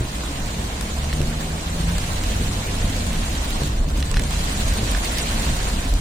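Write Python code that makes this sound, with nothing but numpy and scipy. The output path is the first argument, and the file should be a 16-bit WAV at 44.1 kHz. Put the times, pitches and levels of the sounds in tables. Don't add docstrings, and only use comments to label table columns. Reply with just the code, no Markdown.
import sys
import numpy as np
from scipy import signal
from scipy.fft import rfft, irfft, next_fast_len
from scipy.io import wavfile
from scipy.ndimage import uniform_filter1d

SR = 44100
rng = np.random.default_rng(int(sys.argv[2]) if len(sys.argv) > 2 else 0)


def undo_db(level):
    steps = np.asarray(level, float) / 20
    return 10 ** steps


def materialize(psi):
    bounded = np.clip(np.atleast_2d(psi).T, -1, 1)
    quanta = np.round(bounded * 32767).astype(np.int16)
    wavfile.write(sys.argv[1], SR, quanta)


N = 264820


def evened(x):
    return x / np.sqrt(np.mean(x ** 2) + 1e-20)


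def read(points, hz):
    f, value = np.transpose(points)
    return np.interp(np.log(hz + 1), np.log(f + 1), value)


def curves(rows):
    s, *columns = np.transpose(rows)
    return [np.interp(np.arange(N) / SR, s, column) for column in columns]


def resonate(x, hz, width):
    return signal.lfilter(*signal.iirpeak(hz, hz / width, SR), x)


def smooth(x, size, axis=-1):
    return uniform_filter1d(x, size=size, axis=axis)


def slow(span):
    return evened(smooth(smooth(rng.standard_normal(N), int(span)), int(span)))


def pan(db):
    return np.array([[db], [-db]]) / 2


# f/Hz, likeness [-1 to 1]
LIKENESS = [(60, 1), (160, 1), (270, 1), (430, 0.13), (560, 0.79), (800, 0.12), (1200, -0.41),
            (1600, -0.059), (1900, -0.0021), (2500, 0.035), (2950, -0.031), (3700, -0.087), (4300, -0.13),
            (5400, 0.2), (6500, -0.071)]


def noise(shape, size, patchy_db):
    frames = 4 * N // size + 5
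    hz = np.fft.rfftfreq(size, 1 / SR)
    a, b, c, d, patches = rng.standard_normal((frames, len(hz), 5)).T
    patches = evened(smooth(smooth(patches, 12, axis=0), 10, axis=1))
    same = np.clip(read(LIKENESS, hz), -1, 1)[:, None]
    left = a + 1j * b
    right = same * left + np.sqrt(1 - same ** 2) * (c + 1j * d)
    z = np.array([left, right]) * undo_db(read(shape, hz)[:, None] + patchy_db * patches)
    return evened(signal.istft(z, nperseg=size, noverlap=3 * size // 4)[1][:, :N])


def echoes(t60):
    t = np.arange(3000) / SR
    signs = rng.choice([-1., 1.], (2, len(t)))
    taps = signs * (rng.random((2, len(t))) < .1) * undo_db(-60 * t / t60)
    return taps / np.linalg.norm(taps, axis=1, keepdims=True)


def heard(left, right, far_db, wet_db, t60):
    spacing = 19
    at_left = left + undo_db(far_db) * np.roll(right, spacing)
    at_right = right + undo_db(far_db) * np.roll(left, spacing)
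    tail = signal.oaconvolve((left + right)[None], echoes(t60), axes=1)[:, :N]
    return np.array([at_left, at_right]) + undo_db(wet_db) * tail


def steadied(x, share):
    envelope = abs(signal.hilbert(x, next_fast_len(N))[:N])
    return evened(x / (envelope + 0.16 * np.std(x)) ** share)


def swells(events, half_s):
    t = np.arange(0, N + 64, 64) / SR
    s, db = np.transpose(events)
    bells = np.exp(-((t - s[:, None]) / half_s) ** 2)
    power = (undo_db(2 * db)[:, None] * bells).sum(0)
    return np.interp(np.arange(N) / SR, t, power)


# t/s, level/dB
DOWNPOUR = [(0, -40), (.15, -36.5), (1.65, -36.5), (2.0, -34), (2.7, -34), (3.66, -34), (3.74, -39.5),
            (3.86, -42), (3.97, -38), (4.13, -38), (4.26, -36), (4.33, -33.5), (4.45, -32), (4.85, -32),
            (5.2, -30.5), (5.5, -31.5), (5.8, -34), (6, -38.5)]
# f/Hz, level/dB [per Hz]
SPRAY_COLOUR = [(150, -60), (250, -5), (348, -17.5), (698, -9.5), (816, -14), (1060, -10), (1180, -13.5),
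                (1790, -12.5), (4050, -13), (5350, -17.5), (7440, -14.5), (9490, -19.5), (11500, -27.5),
                (14900, -30.5), (16000, -55)]
# f/Hz, width/Hz, level/dB
PANEL_RINGS = [(946, 480, 2), (1980, 1100, 0.5), (3900, 680, 7.5), (6700, 4100, -1.5), (9330, 480, -3),
               (14400, 1800, -6)]


def rain():
    hiss_db, = curves(DOWNPOUR)
    drum_db = -37.5 + 0.47 * (hiss_db + 33.5)
    drops_per_s = 350
    landed = rng.random((2, N)) < drops_per_s / SR
    size = undo_db(4.0 * np.minimum(rng.exponential(1, (2, N)), 4.2)) * landed
    panel = rng.integers(0, len(PANEL_RINGS), (2, N))
    taps = 0
    for k, (hz, width, db) in enumerate(PANEL_RINGS):
        hits = size * (panel != k) * rng.choice([-1, 1], N)
        taps = taps + undo_db(db) * evened(resonate(hits, hz, width))
    patter = evened(heard(*taps, far_db=-5.5, wet_db=-6.0, t60=0.013))
    spray = noise(SPRAY_COLOUR, size=512, patchy_db=1.0)
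    low = signal.sosfiltfilt(signal.butter(2, 1250, fs=SR, output="sos"), spray)
    gust = undo_db(0.34 * slow(span=220) + 0.052 * slow(span=3500))
    high = evened(spray - low) * undo_db(1.5) + patter * undo_db(-8.0)
    return undo_db(hiss_db + 0.57) * gust * high + undo_db(drum_db + 3.0) * evened(low) * gust ** 0.57


# t/s, roughness level/dB
ROUGHNESS = [(0, -7.5), (.35, -7.5), (.75, -8.5), (1.2, -2.5), (1.6, -8.5), (2.08, -5), (2.3, 0), (2.6, -5),
             (3.0, -2), (3.35, -2), (3.7, -7), (4.05, -3.5), (4.4, -1.5), (4.9, -3.5), (5.15, -2.5),
             (5.6, 0), (6, -3)]
# f/Hz, level/dB [per Hz]
ROAR_COLOUR = [(35, -19), (60, -1), (79, -3), (113, -8), (212, -7.5), (349, -20), (450, -16.5),
               (580, -22.5), (990, -120)]
# t/s, peak level/dB
ROAD_DIPS = [(.43, -27.5), (.92, -42), (1.26, -22.5), (1.42, -31), (1.77, -28), (2.0, -25), (2.2, -29),
             (2.49, -23.5), (2.8, -24.5), (3.19, -22), (3.55, -23.5), (3.81, -16), (4.16, -17), (4.43, -27),
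             (4.79, -35), (5.37, -23), (5.53, -30), (5.77, -25.5), (5.95, -29)]
# t/s, peak level/dB
ROAD_RIDGES = [(.01, -32), (.23, -36), (.46, -27.5), (.66, -29), (.84, -29), (.97, -32), (1.73, -25),
               (1.87, -21.5), (1.97, -23), (2.25, -30), (2.85, -27), (3.16, -41), (3.72, -21.5),
               (3.98, -18.5), (4.18, -22.5), (4.68, -19), (4.96, -20.5), (5.17, -28), (5.5, -19.5),
               (5.67, -27), (5.95, -16.5)]


def road():
    rough_db, = curves(ROUGHNESS)
    heave_db, boom_db, roar_db = -27, -27.5, -34.5
    bumps = rng.standard_normal((2, N))
    heave = steadied(resonate(resonate(bumps[0], 31.0, 19.6), 28.2, 23.0), share=0.98)
    boom = steadied(resonate(resonate(bumps[1], 49.7, 15.0), 56.7, 24), share=0.66)
    roar = noise(ROAR_COLOUR, size=4096, patchy_db=1.67)
    even_share, even_s = 0.44, 0.071
    roar_power = smooth((roar ** 2).mean(0), int(even_s * SR))
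    roar = evened(roar / roar_power ** (even_share / 2))
    judder_db, judder_s = 4.5, 0.056
    judder = np.sqrt(2.0 + swells([(s, judder_db) for s, *_ in WIPER_TURNS], judder_s))
    heave = heave * np.sqrt(undo_db(2 * (heave_db + rough_db)) + swells(ROAD_DIPS, half_s=0.037))
    boom = boom * np.sqrt(undo_db(2 * (boom_db + rough_db)) + swells(ROAD_RIDGES, half_s=0.041))
    return heave + boom + undo_db(roar_db + 0.43 * rough_db + 2.5) * roar * judder


# t/s, firing f/Hz, throttle level/dB, exhaust load level/dB
ENGINE_COURSE = [(0, 60.8, -25, -4), (.8, 66.17, -19, 3.5), (1.05, 73.1, -3.5, -2.5), (1.2, 75.64, 0, 0),
                 (1.5, 79.45, -3, -1.5), (1.78, 83.9, -4.5, 0), (1.94, 86, 5, 3.5), (2.01, 86.5, -14, 4),
                 (2.25, 89.5, -2, 2.5), (2.45, 94.3, -2, -2), (2.75, 98.7, 1, 0.5), (2.9, 97.5, -10, 5),
                 (3.15, 80.77, -1.5, 0), (3.3, 73.9, -11, -6.5), (4.3, 72, -4.5, -1.5), (4.9, 69.9, -29, 1),
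                 (5.2, 75.65, -8, -17), (6, 70, -9, -4)]
# f/Hz, width/Hz, level/dB
CABIN_RINGS = [(150, 23, -30), (168, 11.6, -30), (231.9, 13, -34), (400, 19, -41.5)]


def engine():
    hz, throttle_db, load_db = curves(ENGINE_COURSE)
    drone_hz, drone_width_hz, drone_db = 72, 8.3, 7.5
    drone = drone_db / (1 + (2 * (hz - drone_hz) / drone_width_hz) ** 2)
    tone_db = -31.5 + load_db + 0.46 * throttle_db + drone
    turns = 2 * np.pi * np.cumsum(hz * (1 + 0.0054 * slow(span=2100))) / SR
    out = undo_db(tone_db + 1.0 * slow(span=1900)) * np.sin(turns)
    for k in range(2, 7):
        lift = sum(undo_db(db) / (1 + (2 * (k * hz - f) / width) ** 2) for f, width, db in CABIN_RINGS)
        waver_db = 0.89 * np.sin(turns / 14 + k * k)
        out = out + undo_db(throttle_db + waver_db) * lift * np.sin(k * turns + k)
    return np.sqrt(2) * out


# t/s, peak level/dB, ring f/Hz, left minus right level/dB
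FAT_DROPS = [(0.0047, -24.5, 6450, -3), (0.0645, -33, 3203, -2), (0.1182, -33, 4446, -2),
             (0.1526, -35, 2029, -1), (0.183, -27, 3116, -1), (0.259, -30, 1388, -3),
             (0.4585, -25, 5329, -4), (0.821, -23, 3500, 1), (0.9842, -24.5, 3068, -2),
             (1.0331, -26, 3970, -1), (1.044, -24, 2702, -4), (1.1347, -22, 2600, -2),
             (1.1724, -24, 1550, -10), (1.4459, -28, 2729, -3), (1.5187, -37, 3746, -3),
             (1.782, -26, 2546, -1), (1.8166, -27, 2842, -2), (2.2365, -20, 3097, -3),
             (2.3187, -18.5, 2115, 4), (2.742, -25, 5663, -3), (2.8801, -36, 1453, -2),
             (2.897, -25, 1647, 0), (2.9039, -30, 1534, -1), (3.13, -26, 3079, -5), (3.352, -22, 3036, -2),
             (3.5055, -19, 3030, -5), (3.634, -23.5, 4196, -12), (3.673, -25, 7644, -3),
             (3.805, -37, 1706, -3), (3.8861, -25.5, 2630, -5), (3.9017, -26, 4070, -7),
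             (3.9704, -28, 3574, 0), (3.977, -25, 5500, -2), (4.0037, -20.5, 3149, -4),
             (4.0926, -28, 2196, -2), (4.22, -22, 2497, -7), (4.308, -18, 3176, -2), (4.684, -20, 6080, -6),
             (4.737, -18.5, 4500, -3), (4.9145, -21, 7210, -12), (5.0463, -17.5, 5316, -5),
             (5.184, -16, 4056, -5), (5.3195, -23, 5684, -3), (5.7, -17.5, 1198, -1),
             (5.9382, -21, 6150, 3)]


def ticks():
    t, out = np.arange(600) / SR, np.zeros((2, N + 600))
    for s, db, hz, pan_db in FAT_DROPS:
        burst = rng.standard_normal(len(t)) * (t / .0004) * np.exp(-t / 0.0007)
        ring = resonate(burst, hz, 2600)
        ring = ring + 0.34 * resonate(burst, 2700, 4500) + 0.1 * resonate(burst, 5200, 2800)
        at = round(s * SR)
        out[:, at:at + len(t)] += undo_db(db - 1.0 + pan(pan_db)) * ring / abs(ring).max()
    return out[:, :N]


# t/s, peak level/dB, thud f/Hz
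WIPER_TURNS = [
    (.009, -21.5, 124.4),
    (0.6, -29.5, 136),
    (1.205, -21.5, 137.5),
    (1.8, -29.5, 138),
    (2.412, -25, 141.3),
    (3.02, -45, 142),
    (3.619, -23.5, 141),
    (4.201, -26.5, 144),
    (4.831, -23.5, 107.2),
    (5.441, -29, 140.8),
]
# f/Hz, level/dB, time to fall 60 dB [s]
GLASS_KNOCK = [(293, -3, 0.05), (356, -10, 0.27), (438, -13, 0.13)]


def wipers():
    t, out = np.arange(6000) / SR, np.zeros(N + 6000)
    knock = sum(undo_db(db - 60 * t / t60) * np.sin(2 * np.pi * hz * t) for hz, db, t60 in GLASS_KNOCK)
    snap_db, snap_s = 3.5, 0.0011
    snap = undo_db(snap_db) * t / snap_s * np.exp(1 - t / snap_s)
    for s, db, hz in WIPER_TURNS:
        thud = np.sin(2 * np.pi * hz * t) * undo_db(-60 * t / 0.35)
        out[round(s * SR):][:len(t)] -= undo_db(db) * (thud + knock + snap)
    return out[:N]


# t/s, peak level/dB, ring f/Hz
TYRE_THUMPS = [(0.162, -30, 147), (.287, -24, 290), (.342, -27, 132), (.395, -27.5, 190), (.56, -22.5, 158),
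               (0.726, -36, 138), (.78, -25, 174), (0.857, -26, 188), (2.143, -31, 174.2),
               (2.31, -20.5, 213), (2.534, -29, 189), (2.719, -23, 190), (2.84, -20.5, 197),
               (2.894, -20, 264), (2.988, -21, 240.6), (3.061, -24, 119), (3.282, -33.5, 332),
               (3.339, -27, 215), (3.552, -21, 150.5), (3.679, -16.5, 102), (3.759, -28, 104.2),
               (3.87, -23.5, 149.6), (3.94, -29, 138), (4.302, -20.5, 158), (4.395, -20, 165.5),
               (4.471, -32, 151.4), (4.596, -24, 113.3), (4.651, -19, 102), (4.72, -17, 72),
               (4.683, -28, 182), (4.78, -20.5, 219.3), (4.902, -24, 201), (4.999, -27, 205.3),
               (5.22, -28.5, 176), (5.342, -20, 219.5), (5.397, -36, 172.6), (5.6, -26, 116),
               (5.732, -22, 192.5), (5.85, -21.5, 263), (5.929, -25, 278)]


def thumps():
    t, out = np.arange(5000) / SR, np.zeros(N + 5000)
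    rise_s, t60_s = 0.0046, 0.14
    rise = 1 - np.exp(-t / rise_s)
    for s, db, hz in TYRE_THUMPS:
        ring = 1.21 * np.sin(2 * np.pi * hz * t)
        out[round(s * SR):][:len(t)] += undo_db(db - 60 * t / t60_s) * rise * ring
    return out[:N]


# t/s, peak level/dB, ring f/Hz, bright spit level/dB, left minus right level/dB
BRANCH_DRIPS = [(0.2354, -17, 1820, -14, -2), (0.5458, -19, 3200, -21, 2), (0.8095, -12, 3900, -9, 13),
                (0.8135, -19, 1800, -20, 2), (1.128, -13, 2500, -12, -4), (1.215, -22.5, 3226, -5, -27),
                (1.9817, -11, 3040, -2, 5), (2.8187, -21, 2479, -15, -1.5), (2.981, -29, 2970, -12, 0),
                (3.943, -25, 2299, -13, -1), (4.026, -7.5, 2690, -22, -1), (4.0592, -22, 1300, -4, -1),
                (4.113, -12, 4355, -7.5, -10), (4.114, -16, 2523, -18, -2),
                (4.1414, -10.5, 3414, -22, -1.5), (4.163, -16, 2500, -24, -2), (4.169, -7, 2200, -19, -2),
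                (4.1752, -15, 2970, -16, 0), (4.1947, -12, 2000, -8, -9), (4.236, -18, 4340, -6, -17),
                (4.242, -14, 4520, -29, -1), (4.3223, -16, 2096, -26, 2), (4.948, -10.5, 2017, -29, -6),
                (5.218, -13, 5215, 4, -1), (5.601, -13, 2600, -17, -1.5), (5.6863, -18, 4000, 0, 1)]


def drips():
    t, out = np.arange(1500) / SR, np.zeros((2, N + 1500))
    soften = signal.butter(2, 6500, fs=SR)
    for s, db, hz, spit_db, pan_db in BRANCH_DRIPS:
        burst, splash = rng.standard_normal((2, len(t)))
        burst = burst * (t / 0.00033) * np.exp(-t / 0.00095)
        burst = burst + 0.034 * splash * np.exp(-t / 0.0076)
        burst = burst + 1.64 * np.exp(-((t - 0.0005) / 0.00004) ** 2)
        low = resonate(burst, hz, 2400)
        low = low + 1.24 * resonate(burst, 1400, 1600) + 0.63 * resonate(burst, 3900, 3100)
        spit = resonate(resonate(burst, 7300, 3200), 8160, 2500)
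        ring = signal.lfilter(*soften, low) + undo_db(spit_db + 14.5) * spit
        at = round(s * SR)
        out[:, at:at + len(t)] += undo_db(db - 6.0 + pan(pan_db)) * ring / abs(ring).max()
    tail = signal.oaconvolve(out.mean(0)[None], echoes(t60=0.026), axes=1)
    return out[:, :N] + undo_db(-8.5) * tail[:, :N]


# t/s, peak level/dB, length [s]
ROAD_JOLTS = [
    (2.508, -14, 0.009),
    (2.583, -15, 0.0042),
    (2.844, -9.5, 0.01),
    (4.599, -10, 0.0062),
    (4.671, -16, 0.014),
    (4.7, -15, 0.0083),
]


def jolts():
    t, out = np.arange(3000) / SR, np.zeros(N + 3000)
    for s, db, length in ROAD_JOLTS:
        swing = 1.4 * np.sin(np.pi * t / length)
        out[round(s * SR):][:len(t)] += undo_db(db - 60 * t / (3.9 * length)) * swing
    return out[:N]


def scene():
    below = road() + engine() + wipers() + thumps() + jolts()
    bass_lag = 8
    below = np.array([below[0], np.roll(below[1], bass_lag)])
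    return below + rain() + drips() + ticks()


# f/Hz, level/dB
THINNING = [(900, -30), (1300, -4.5), (3000, -3.5), (4200, -2), (5200, -.3), (6500, -1.3), (8500, .8),
            (11000, 1), (13500, .2), (15500, .2)]


def thin_treble(x):
    edge = smooth(np.diff(x, prepend=0) ** 2, 64).sum(0)
    sharp = edge > 4 * smooth(edge, 2048)
    opened = smooth(np.minimum(smooth(200. * sharp, 200), 1), 96)
    steady = x * (1 - opened)
    pair = np.array([steady[0] + steady[1], steady[0] - steady[1]]) / 2
    hz, t, z = signal.stft(pair, SR, nperseg=2048, noverlap=1536)

    def blurred(power, bins, frames):
        return smooth(smooth(power, bins, axis=1), frames, axis=2)

    power = abs(z) ** 2
    near = blurred(power, 3, 3)
    around = blurred(power, 32, 5)
    kept = z * np.where(near > around * undo_db(2 * read(THINNING, hz))[:, None], 1, .03)
    hole_db = -3.2
    patch = blurred(abs(kept) ** 2, 12, 3)
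    region = blurred(abs(kept) ** 2, 48, 9)
    kept = kept * np.where((patch > region * undo_db(2 * hole_db)) | (hz < 3500)[:, None], 1, .03)
    left_over = blurred(abs(kept) ** 2, 32, 9)
    makeup = np.minimum(around / (left_over + 1e-20), 4) ** .5
    kept *= np.where(hz > 900, 1, 0)[:, None] * (makeup - 1) + 1
    mid, side = signal.istft(kept, SR, nperseg=2048, noverlap=1536)[1][:, :N]
    return opened * x + np.array([mid + side, mid - side])


# f/Hz, left minus right level/dB
MICROPHONE_LEAN = [(60, 4), (450, -0.5), (680, -3.5), (850, -0.5), (2000, -1), (5300, -1), (7100, -4),
                   (8300, -1), (9600, 7), (11500, -1.5), (13300, -2), (14000, -5), (15200, -22),
                   (16000, -7)]


def microphones(x):
    size = next_fast_len(N)
    hz = np.fft.rfftfreq(size, 1 / SR)
    bass_alike = np.clip(hz / 300 - .2, 0, 1)
    lean_db = (-.45 + read(MICROPHONE_LEAN, hz) * bass_alike) / 2
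    band_limit = np.clip((15850 - hz) / 60, 0, 1)
    gains = undo_db(np.array([lean_db, -lean_db])) * band_limit
    return irfft(rfft(x, size) * gains, size)[:, :N]


def roll_off(x):
    return signal.sosfilt(signal.butter(12, 16690, fs=SR, output="sos"), x)


def record(dry):
    mix = microphones(thin_treble(dry)) + .003
    return roll_off(mix)


dry = scene()
out = record(dry)
materialize(out)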